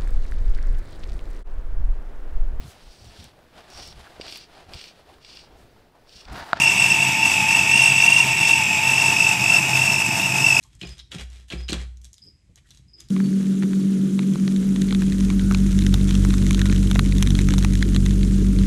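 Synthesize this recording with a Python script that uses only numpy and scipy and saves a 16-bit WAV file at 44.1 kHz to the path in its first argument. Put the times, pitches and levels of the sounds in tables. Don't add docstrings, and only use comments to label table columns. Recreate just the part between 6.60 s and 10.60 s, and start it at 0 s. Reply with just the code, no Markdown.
import sys
import numpy as np
from scipy import signal
from scipy.fft import rfft, irfft
from scipy.io import wavfile
from scipy.ndimage import uniform_filter1d

SR = 44100
rng = np.random.default_rng(int(sys.argv[2]) if len(sys.argv) > 2 else 0)


def transcribe(u):
    v = np.clip(np.atleast_2d(u).T, -1, 1)
    q = np.round(v * 32767).astype(np.int16)
    wavfile.write(sys.argv[1], SR, q)


N = 176400
TIME = np.arange(N) / SR

# time_s, speed_rpm
CRANK_SPEED = [(0.0, 742), (0.71, 715), (0.8, 710), (1.1, 725), (1.56, 748), (1.77, 711), (1.9, 731),
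               (2.02, 689), (2.27, 725), (2.74, 723), (2.8, 663), (2.84, 708), (3.43, 729), (3.55, 685),
               (3.68, 727), (4.0, 717)]
# time_s, distance (0 near, about 1 far)
MIC_DISTANCE = [(0, 0.14), (1.9, 0), (2.8, 0.67), (4, 1.1)]
# time_s, whine_pitch_hz, squeal_level_db
DRIVE_TRACK = [(0.0, 8146, -16), (0.09, 8021, -17), (0.14, 7930, -23), (0.21, 8037, -14.5),
               (0.28, 8015, -20), (0.32, 8000, -14), (0.38, 7786, -27.5), (0.43, 8080, -16),
               (0.49, 7666, -26), (0.57, 7750, -27.5), (0.66, 7982, -16.5), (0.72, 7768, -20),
               (0.86, 7550, -23.5), (0.9, 7978, -18), (1.0, 7925, -16), (1.05, 7604, -22),
               (1.16, 8170, -13), (1.28, 8060, -11), (1.34, 7874, -19.5), (1.42, 8030, -13),
               (1.6, 8205, -14), (1.66, 7990, -23.5), (1.72, 7717, -22), (1.77, 7914, -31),
               (1.81, 7990, -20), (1.94, 8040, -15), (1.99, 7860, -23.5), (2.06, 7495, -26),
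               (2.16, 7556, -21), (2.21, 7544, -27), (2.27, 7925, -18.5), (2.33, 7809, -22),
               (2.38, 7990, -17.5), (2.5, 7893, -17.5), (2.55, 7540, -23), (2.61, 7905, -12.5),
               (2.7, 7850, -18), (2.79, 7328, -31.5), (2.84, 7730, -19), (2.96, 8030, -13.5),
               (3.01, 7560, -23.5), (3.11, 7520, -27), (3.16, 7720, -17.5), (3.2, 8006, -19),
               (3.42, 7840, -21), (3.5, 7620, -25), (3.56, 7840, -28), (3.66, 8005, -20.5),
               (3.73, 7530, -26.5), (3.81, 7666, -21), (3.85, 7970, -14), (4.0, 7610, -16)]
# frequency_hz, gain_db
HOUSING_RESPONSE = [(1500, -6), (2300, 9.5), (2600, -0.5), (2730, 1), (2820, 0), (2930, -2), (3030, -24),
                    (3300, -8), (4200, -11)]
# whine_pitch_ratio, level_db, far_change_db, swell_share, throb_db, jitter_hz
WHINE_TONES = [(.672, -41.5, 4, .8, -1, 143.8), (1.0, -33, -3, 0.58, 4, 84.5),
               (1.338, -51.5, -4, 1, 1, 131.1)]
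# pitch_hz, width_hz, level_db, far_change_db
HOUSING_RINGS = [(1858, 43, -40.5, -11), (2246, 94, -32.5, -10.5), (2427, 170, -28.5, -5.5),
                 (2670, 218, -23, -7), (3390, 350, -36.5, -8), (4715, 120, -42.5, -3),
                 (5380, 40, -38.5, 3.5), (6020, 99, -37, -3.5), (6705, 200, -41, -1.5)]
# time_s, level_db
HUM_LEVEL = [(0, -34.5), (.4, -33.5), (.55, -29), (1.0, -30), (1.3, -34.5), (2.1, -30), (2.6, -32.5),
             (3.1, -36), (4, -37.5)]
# cycles_per_crank_turn, level_db
EXHAUST_ORDERS = [(4, -68), (6.5, -59), (7, -57.5), (7.5, -76), (8, -47.5), (9.5, -52), (10, -50),
                  (10.5, -60), (11, -39), (11.5, -61), (13, -52), (15.5, -45), (16, -50.5), (16.5, -51),
                  (33, -55)]
# frequency_hz, relative_level_db
RUMBLE_SPECTRUM = [(20, -52), (55, -38), (68, -31), (85, -8.5), (110, -6.5), (133, 4), (150, -3), (190, -2),
                   (215, -5), (340, -7.5), (450, -18.5), (800, -31.5)]
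# pitch_hz, relative_level_db, t60_s
VALVE_MODES = [(1867, -4.5, 0.032), (2240, 4.5, 0.024), (3670, 7.5, 0.01), (5475, 12.5, 0.011),
               (7300, 6.5, 0.0074), (12500, 0, 0.0054)]
# frequency_hz, relative_level_db
RUSH_SPECTRUM = [(60, -48), (300, -13), (500, -14), (600, -11), (690, 2.5), (780, -4.5), (900, 3.5),
                 (1100, -6), (1300, -7), (1620, -6.5), (1850, -2.5), (2020, -4), (2400, -16), (2850, 7.5),
                 (2950, -13), (3040, -12), (3170, -6), (3300, -6), (3750, -4.5), (3950, -14), (4350, -13),
                 (4750, -7), (5400, -6), (6400, -7), (7600, -5.5), (8400, -6.5), (9700, -16),
                 (11000, -17.5), (11800, -19.5), (12900, -17), (14000, -29), (15300, -31)]
# frequency_hz, gain_db
RUSH_FAR_COLOUR = [(300, -4), (600, 3.5), (900, 0.5), (1300, 1.5), (1900, -0.5), (2400, 6), (3400, -2.5),
                   (5200, 1), (8000, 1), (13000, 1.5)]

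FIRINGS_PER_TURN = 4
USUAL_WHINE_HZ, USUAL_SQUEAL_DB = 7980, -19.5
SQUEAL_HZ, PULLEY_HZ = 2686, 906.5
CHIRP_DEPTH_DB, CHIRP_BEND_HZ, SQUEAL_JITTER_HZ = 8.5, 21.745, 33.4
LOPE_DB, LOPE_SHARPNESS, LOPE_SMEAR_TURNS = 3, 7.2, 0.09
RUMBLE_DB, RUSH_DB, TICK_DB, TICK_SPREAD_DB = -36.5, -27, -36.5, 15


def amp(db):
    return 10 ** (np.asarray(db) / 20)


def unit(x):
    return x / np.sqrt(np.mean(x ** 2) + 1e-20)


def curve(rows):
    times, *columns = np.transpose(rows)
    return [np.interp(TIME, times, column) for column in columns]


def filtered(x, points):
    hz, db = np.transpose(points)
    gain_db = np.interp(np.log(np.fft.rfftfreq(N, 1 / SR) + 1), np.log(hz), db)
    return irfft(rfft(x) * amp(gain_db), N)


def noise(gain):
    return unit(irfft(rfft(rng.standard_normal(N)) * gain(np.fft.rfftfreq(N, 1 / SR)), N))


def coloured(points):
    return unit(filtered(rng.standard_normal(N), points))


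def wander(rate_hz):
    return noise(lambda f: 1 / (1 + (f / rate_hz) ** 4))


def tone(hz):
    return np.sqrt(2) * np.sin(2 * np.pi * (np.cumsum(hz) / SR + rng.random()))


def throb(beat, depth_db):
    gain = amp(depth_db * beat)
    return gain / np.sqrt(uniform_filter1d(gain ** 2, size=2756))


def squeal(whine_hz, level_db, beat, turns):
    swell_db = level_db - USUAL_SQUEAL_DB
    depth_db = np.maximum(CHIRP_DEPTH_DB + 0.41 * swell_db, 0)
    jitter_hz = SQUEAL_JITTER_HZ * noise(lambda f: f / (f + 70) / (1 + (f / 300) ** 4))
    jitter_hz *= amp(-0.49 * swell_db)
    hz = SQUEAL_HZ + .28 * (whine_hz - USUAL_WHINE_HZ) + CHIRP_BEND_HZ * (beat - .5) + jitter_hz
    scatter_db = 2 * wander(rate_hz=58)
    alternation_db = wander(rate_hz=3) * np.cos(np.pi * FIRINGS_PER_TURN * turns)
    return amp(level_db - 0.8 + scatter_db + alternation_db) * throb(beat, depth_db) * tone(hz)


def whine(whine_hz, swell_db, beat, far):
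    out = np.zeros(N)
    for ratio, db, far_db, share, throb_db, jitter_hz in WHINE_TONES:
        level_db = db + far_db * far + share * swell_db + 3.66 * wander(rate_hz=82)
        hz = ratio * whine_hz + jitter_hz * wander(rate_hz=349)
        out += amp(level_db) * throb(beat, throb_db) * tone(hz)
    return out


def housing(swell_db, beat, far):
    out = np.zeros(N)
    for hz, width_hz, db, far_db in HOUSING_RINGS:
        share = np.interp(hz, [2400, 5000], [.02, .8])
        ring = noise(lambda f: 1 / (1 + ((f - hz) / (0.62 * width_hz)) ** 2))
        out += amp(db + far_db * far + share * swell_db + .5 * beat) * ring
    return out


def pulley(whine_hz, beat):
    hz = PULLEY_HZ + 0.084 * (whine_hz - USUAL_WHINE_HZ) + 17.05 * wander(rate_hz=114.4)
    level_db = curve(HUM_LEVEL)[0] + 2.4 * wander(rate_hz=17)
    return amp(level_db) * throb(beat, depth_db=1) * tone(hz)


def exhaust(turns, far):
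    orders = np.zeros(N)
    for order, db in EXHAUST_ORDERS:
        gain = amp(db + 2 * wander(rate_hz=3.8))
        smear = LOPE_SMEAR_TURNS * (rng.standard_normal() + .5 * wander(rate_hz=2.2))
        orders += gain * np.sqrt(2) * np.cos(2 * np.pi * (order * turns + smear))
    lope_db = LOPE_DB * np.exp(LOPE_SHARPNESS * (np.cos(np.pi * turns) - 1))
    firing_db = 1.7 * np.cos(2 * np.pi * FIRINGS_PER_TURN * turns)
    rumble = amp(RUMBLE_DB + lope_db + firing_db) * coloured(RUMBLE_SPECTRUM)
    return (orders + rumble) * amp(0.5 + 2.5 * far)


def valves(turns):
    tap_samples = np.flatnonzero(np.diff(np.floor(2 * FIRINGS_PER_TURN * turns)))
    t, taps = TIME[:1500], np.zeros(N)
    taps[tap_samples] = amp(TICK_SPREAD_DB * rng.random(len(tap_samples)))
    scrape = signal.lfilter([1], [1, -np.exp(-1 / (0.00077 * SR))], taps) * rng.standard_normal(N)
    ring = sum(amp(db - 60 * t / t60) * np.sin(2 * np.pi * hz * t) for hz, db, t60 in VALVE_MODES)
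    return amp(TICK_DB) * unit(signal.oaconvolve(scrape, ring)[:N])


def rush(swell_db, far):
    air = coloured(RUSH_SPECTRUM)
    at_mic = air + far * (filtered(air, RUSH_FAR_COLOUR) - air)
    return amp(RUSH_DB + 0.21 * swell_db + 1.44 * wander(rate_hz=21.5)) * at_mic


def scene():
    turns = np.cumsum(curve(CRANK_SPEED)[0]) / 60 / SR
    firing_angle = 2 * np.pi * (FIRINGS_PER_TURN * turns + .02 + 0.062 * wander(rate_hz=33))
    beat = np.cos(firing_angle + 0.4 * np.cos(firing_angle))
    whine_hz, level_db = curve(DRIVE_TRACK)
    swell_db = level_db - USUAL_SQUEAL_DB
    far = curve(MIC_DISTANCE)[0]
    chirps = filtered(squeal(whine_hz, level_db, beat, turns), HOUSING_RESPONSE)
    drive = chirps + whine(whine_hz, swell_db, beat, far) + housing(swell_db, beat, far)
    mix = drive + pulley(whine_hz, beat) + exhaust(turns, far) + valves(turns) + rush(swell_db, far)
    return mix[None]


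def record(dry):
    peak = np.sqrt(2 * np.abs(uniform_filter1d(dry ** 2, size=130)))
    held = dry / (1 + (peak / amp(-4.5)) ** 4) ** (1 / 4)
    lowpass = signal.firwin(511, 15400, window=("kaiser", 9), fs=SR)
    return signal.oaconvolve(held, lowpass[None], "same")


dry = scene()
out = record(dry)
transcribe(out)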